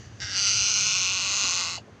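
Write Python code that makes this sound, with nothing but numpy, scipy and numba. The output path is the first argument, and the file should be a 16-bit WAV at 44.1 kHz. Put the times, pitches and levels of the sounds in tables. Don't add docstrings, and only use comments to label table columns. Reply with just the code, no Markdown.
import sys
import numpy as np
from scipy import signal
from scipy.fft import rfft, irfft
from scipy.io import wavfile
from scipy.ndimage import uniform_filter1d, map_coordinates
from numba import njit

SR = 44100
rng = np.random.default_rng(int(sys.argv[2]) if len(sys.argv) > 2 else 0)


def waveform_to_disk(signal):
    frames = np.transpose(np.atleast_2d(signal))
    scaled = np.clip(frames, -1, 1) * 32767
    samples = np.round(scaled).astype(np.int16)
    wavfile.write(sys.argv[1], SR, samples)


N = 88200
TIME = np.arange(N) / SR

# (frequency [Hz], relative density [dB])
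AIR_SPECTRUM = [(15, -74.5), (25, -39.5), (92, -9.5), (180, -7.5), (263, -8), (354, -12), (394, -10),
                (560, -16.5), (641, -17), (911, -20.5), (1520, -21), (6380, -40), (16000, -72.5)]
HISS_SPECTRUM = [(600,-27.5),(1300,-17),(1800,2.5),(2300,-12.5),(2850,-2.5),(3700,-13.5),(4750,-3.5),(5300,-11),(6150,-2),(7000,-10),(8500,-30.5),(12000,-43)]
# (time [s], level [dB])
RUMBLE_LEVEL = [(0.0, -47.5), (0.15, -42.5), (0.17, -58), (0.21, -37), (0.29, -47), (0.47, -47.5),
                (0.63, -41), (0.66, -51), (0.85, -48.5), (1.74, -51), (1.77, -46), (1.86, -60), (1.97, -51),
                (2.0, -59)]
HISS_LEVEL = [(0,-53),(.05,-53),(.1,-59),(.2,-56),(.4,-86.5),(2,-66)]
CALL_LEVEL = [(.197,-41),(.202,-39.5),(.214,-38),(.22,-32),(.24,-33),(.252,-36),(.3,-34.5),(.345,-30),(.37,-25),(.43,-25),(.48,-21.5),(.53,-24),(.85,-23.5),(1.03,-25),(1.2,-27.5),(1.45,-25),(1.6,-27),(1.7,-31.5),(1.765,-34.5),(1.774,-43),(1.783,-44.5),(1.789,-74)]
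HUM_LEVEL = [(.74,-72),(.82,-46),(.98,-51.5),(1.08,-75)]
# (time [s], rate [Hz])
PULSE_RATE = [(0.2, 203), (0.38, 196.7), (0.666, 205.4), (0.7, 215.1), (0.75, 199.6), (0.898, 205.4),
              (0.952, 185.7), (1.07, 184.5), (1.11, 192.7), (1.198, 171.2), (1.26, 205.1), (1.422, 196.7),
              (1.476, 180.7), (1.642, 177.4), (1.686, 164.6), (1.78, 176.6)]
# (time [s], opening [0 nearly shut, 1 open])
BEAK_OPENING = [(.2,0.042),(.29,0.18),(.34,0.62),(.37,0.96),(.43,1)]
# (frequency [Hz], stage width [Hz], relative level [dB])
SHUT_FORMANTS = [(706,960,-18),(1403,430,-8.5),(1600,188,0.5),(1924,460,-4.5),(2900,1200,-6),(3760,280,-4),(4780,890,1),(5400,1300,2.5),(6850,900,-12.5),(7430,540,-16)]
# (early frequency [Hz], late frequency [Hz], stage width [Hz],
# relative level early [dB], midway [dB], late [dB])
OPEN_FORMANTS = [(577,526,940,-24,-20,-12.5),(910,926,444,-28.5,-18,-8.5),(1064,1089.5,110,-28,-12,-3),(1375,1396,248,-12.5,-13.5,-11.5),(2020,2180,610,-11,-23,-7),(2520,2500,430,-6.5,0.5,-5.5),(2858,2640,966,-0.5,-1,3),(3440,4070,870,-19,-3,1),(4050,4400,560,-5.5,-1.5,1.5),(4600,5160,530,6,-8.5,-1.5),(5440,5380,1220,-1,3,-5.5),(5993,6230,670,5.5,5,-0.5),(6620,6650,840,-9.5,-1,-0.5),(7750,7530,1220,-15,-15,-11),(9100,9400,620,-34,-35.5,-41.5),(11200,11000,2300,-45,-43.5,-43.5),(14700,14400,1500,-39,-31.5,-33.5)]
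# (time [s], slide [0 early, 1 late])
THROAT_SLIDE = [(.35,0.05),(.48,0.07),(.62,.25),(.9,.45),(1.1,0.71),(1.35,0.87),(1.55,0.88),(1.78,1.09)]
# (time [s], gain [dB])
MIDDLE_GAIN = [(.35,-1),(0.482,0),(.6,0.5),(0.798,0),(1.08,2),(1.2,0.5),(1.4,-0.5),(1.52,-1.5),(1.72,-4)]
SHRILL_GAIN = [(.35,-3.2),(.48,-0.53),(0.579,0.89),(.69,0.053),(.77,1.8),(.95,0),(1.1,-0.35),(1.22,-1.6),(1.351,1.23),(1.55,1.6),(1.72,-2)]
# (time [s], delay [ms])
CAGE_DELAY = [(.3,1.43),(.7,1.42),(1.3,1.452),(1.7,1.46)]
# (time [s], frequency [Hz], level before the envelope [dB])
KNOCK_EVENTS = [(1.44,285.2,-39),(1.877,665,-47),(1.952,516,-50)]
# (frequency [Hz], width [Hz], level [dB])
SQUEAK_BANDS = [(2860,340,-39.5),(4670,330,-41)]


def from_db(db):
    return 10 ** (np.asarray(db) / 20)


def rms_one(x):
    return x / np.sqrt(np.mean(x ** 2) + 1e-20)


def in_time(rows):
    return np.interp(TIME, *np.transpose(rows))


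def even(x, size=700):
    power = uniform_filter1d(uniform_filter1d(x * x, size), size)
    return x / np.sqrt(np.abs(power) + 1e-12)


def noise(spectrum):
    hz, db = np.transpose(spectrum)
    bins = np.maximum(np.arange(N // 2 + 1) * SR / N, 1)
    gain = from_db(np.interp(np.log(bins), np.log(hz), db))
    return rms_one(irfft(rfft(rng.standard_normal(N)) * gain, N))


def band(x, hz, width_hz):
    edges = np.clip([hz - width_hz / 2, hz + width_hz / 2], 20, SR / 2 - 100)
    return rms_one(signal.sosfilt(signal.butter(2, edges, "band", fs=SR, output="sos"), x))


def rumble(hz=102, width_hz=49.5):
    narrow = band(rng.standard_normal(N + SR), hz, width_hz)
    settled = band(narrow, hz, 2 * width_hz)[SR:]
    return from_db(in_time(RUMBLE_LEVEL)) * even(settled, size=3000)


def room_air(level_db=-51):
    return from_db(level_db) * noise(AIR_SPECTRUM)


def hiss():
    return from_db(in_time(HISS_LEVEL)) * noise(HISS_SPECTRUM)


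def pulses(count=400, jitter=.05):
    period_error, strength = rng.standard_normal((count, 2)).T
    cycles = np.cumsum(in_time(PULSE_RATE)) / SR
    openings = np.interp(CALL_LEVEL[0][0], TIME, cycles) + np.cumsum(1 + jitter * period_error)
    return np.interp(openings, cycles, TIME), strength


def syrinx(times, shimmer_db, hz, ragged_s=.00004, ragged_db=.9, rise_s=.00049, puff_db=-13.5):
    time_error, level_error = rng.standard_normal((len(times), 2)).T
    depth = np.clip(hz / 5050, 0, 1.2)
    onsets = np.clip(((times + ragged_s * time_error) * SR).astype(int), 0, N)
    snaps = np.zeros(N + 1)
    snaps[onsets] = from_db((shimmer_db + ragged_db * level_error) * depth)
    t = TIME[:SR // 100]
    puffs = signal.fftconvolve(snaps, t * np.exp(-t / rise_s))[:N]
    airflow = from_db(puff_db) * rms_one(puffs) + from_db(-22)
    return rms_one(snaps[:N]) + rng.standard_normal(N) * airflow


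@njit
def resonate(x, hz, width, sr):
    y, r = np.zeros(len(x)), np.exp(-np.pi * width / sr)
    for i in range(2, len(x)):
        drive = (1 - r * r) / 2 * (x[i] - x[i - 2])
        y[i] = drive + 2 * r * np.cos(2 * np.pi * hz[i] / sr) * y[i - 1] - r * r * y[i - 2]
    return y


def formant(x, hz, width_hz, stages=3):
    for _ in range(stages):
        x = resonate(x, hz * np.ones(N), float(width_hz), SR)
    return rms_one(x)


def shut_beak(times, strength, shimmer_db=1.5):
    return sum(from_db(db) * formant(syrinx(times, shimmer_db * strength, hz), hz, width)
               for hz, width, db in SHUT_FORMANTS)


def open_beak(times, strength, shimmer_db=1.3):
    slide, voice = in_time(THROAT_SLIDE), 0
    for early_hz, late_hz, width, *levels_db in OPEN_FORMANTS:
        db = np.interp(slide, [0, .5, 1], levels_db)
        if 2300 < late_hz < 3100:
            db += in_time(MIDDLE_GAIN)
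        if 5900 < late_hz < 7000:
            db += in_time(SHRILL_GAIN)
        source = syrinx(times, shimmer_db * strength, early_hz)
        hz = early_hz + (late_hz - early_hz) * slide
        voice = voice + from_db(db) * formant(source, hz, width)
    return voice


def cage_reflection(x, gain_db=-9):
    lag = in_time(CAGE_DELAY) * SR / 1000
    return x + from_db(gain_db) * map_coordinates(x, [np.arange(N) - lag], order=3)


def screech():
    times, strength = pulses()
    opening = np.clip(in_time(BEAK_OPENING), 0, 1)
    shut = np.sqrt(1 - opening) * even(shut_beak(times, strength))
    wide = np.sqrt(opening) * even(open_beak(times, strength))
    sounding = (TIME > CALL_LEVEL[0][0]) & (TIME < CALL_LEVEL[-1][0])
    return sounding * from_db(in_time(CALL_LEVEL)) * even(cage_reflection(shut + wide))


def hum(hz=158):
    return from_db(in_time(HUM_LEVEL)) * np.sin(2 * np.pi * hz * TIME)


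def knocks(decay_s=.011):
    bumps = 0
    for start, hz, db in KNOCK_EVENTS:
        decays = np.maximum(TIME - start, 0) / decay_s
        envelope = np.exp(-decays) * (1 - np.exp(-10 * decays))
        bumps = bumps + from_db(db) * envelope * even(band(rng.standard_normal(N), hz, hz / 2))
    return bumps


def blip(centre_s=1.782, sigma_s=.004, centre_hz=740, fall_per_s=50, peak_db=-37):
    t = TIME - centre_s
    hz = centre_hz * np.exp(-np.clip(fall_per_s * t, -1, 1))
    swell = np.exp(-.5 * (t / sigma_s) ** 2)
    return from_db(peak_db) * swell * np.sin(2 * np.pi * np.cumsum(hz) / SR)


def squeak(centre_s=1.784, sigma_s=.0027):
    swell = np.exp(-.5 * ((TIME - centre_s) / sigma_s) ** 2)
    return swell * sum(from_db(db) * even(band(rng.standard_normal(N), hz, width), size=200)
                       for hz, width, db in SQUEAK_BANDS)


def room(x, t60_s=.11, onset_s=.0036, tail_db=-9):
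    t = TIME[:SR // 2]
    tail = rng.standard_normal(len(t)) * from_db(-60 * t / t60_s) * (t > onset_s)
    tail /= np.sqrt(np.sum(tail ** 2))
    return x + from_db(tail_db) * signal.fftconvolve(x, tail)[:N]


def scene():
    direct = screech() + blip() + squeak() + knocks()
    return (room(direct) + rumble() + room_air() + hiss() + hum())[None]


def record(dry):
    return signal.sosfilt(signal.ellip(10, .1, 80, 15500, fs=SR, output="sos"), dry)


dry = scene()
out = record(dry)
waveform_to_disk(out)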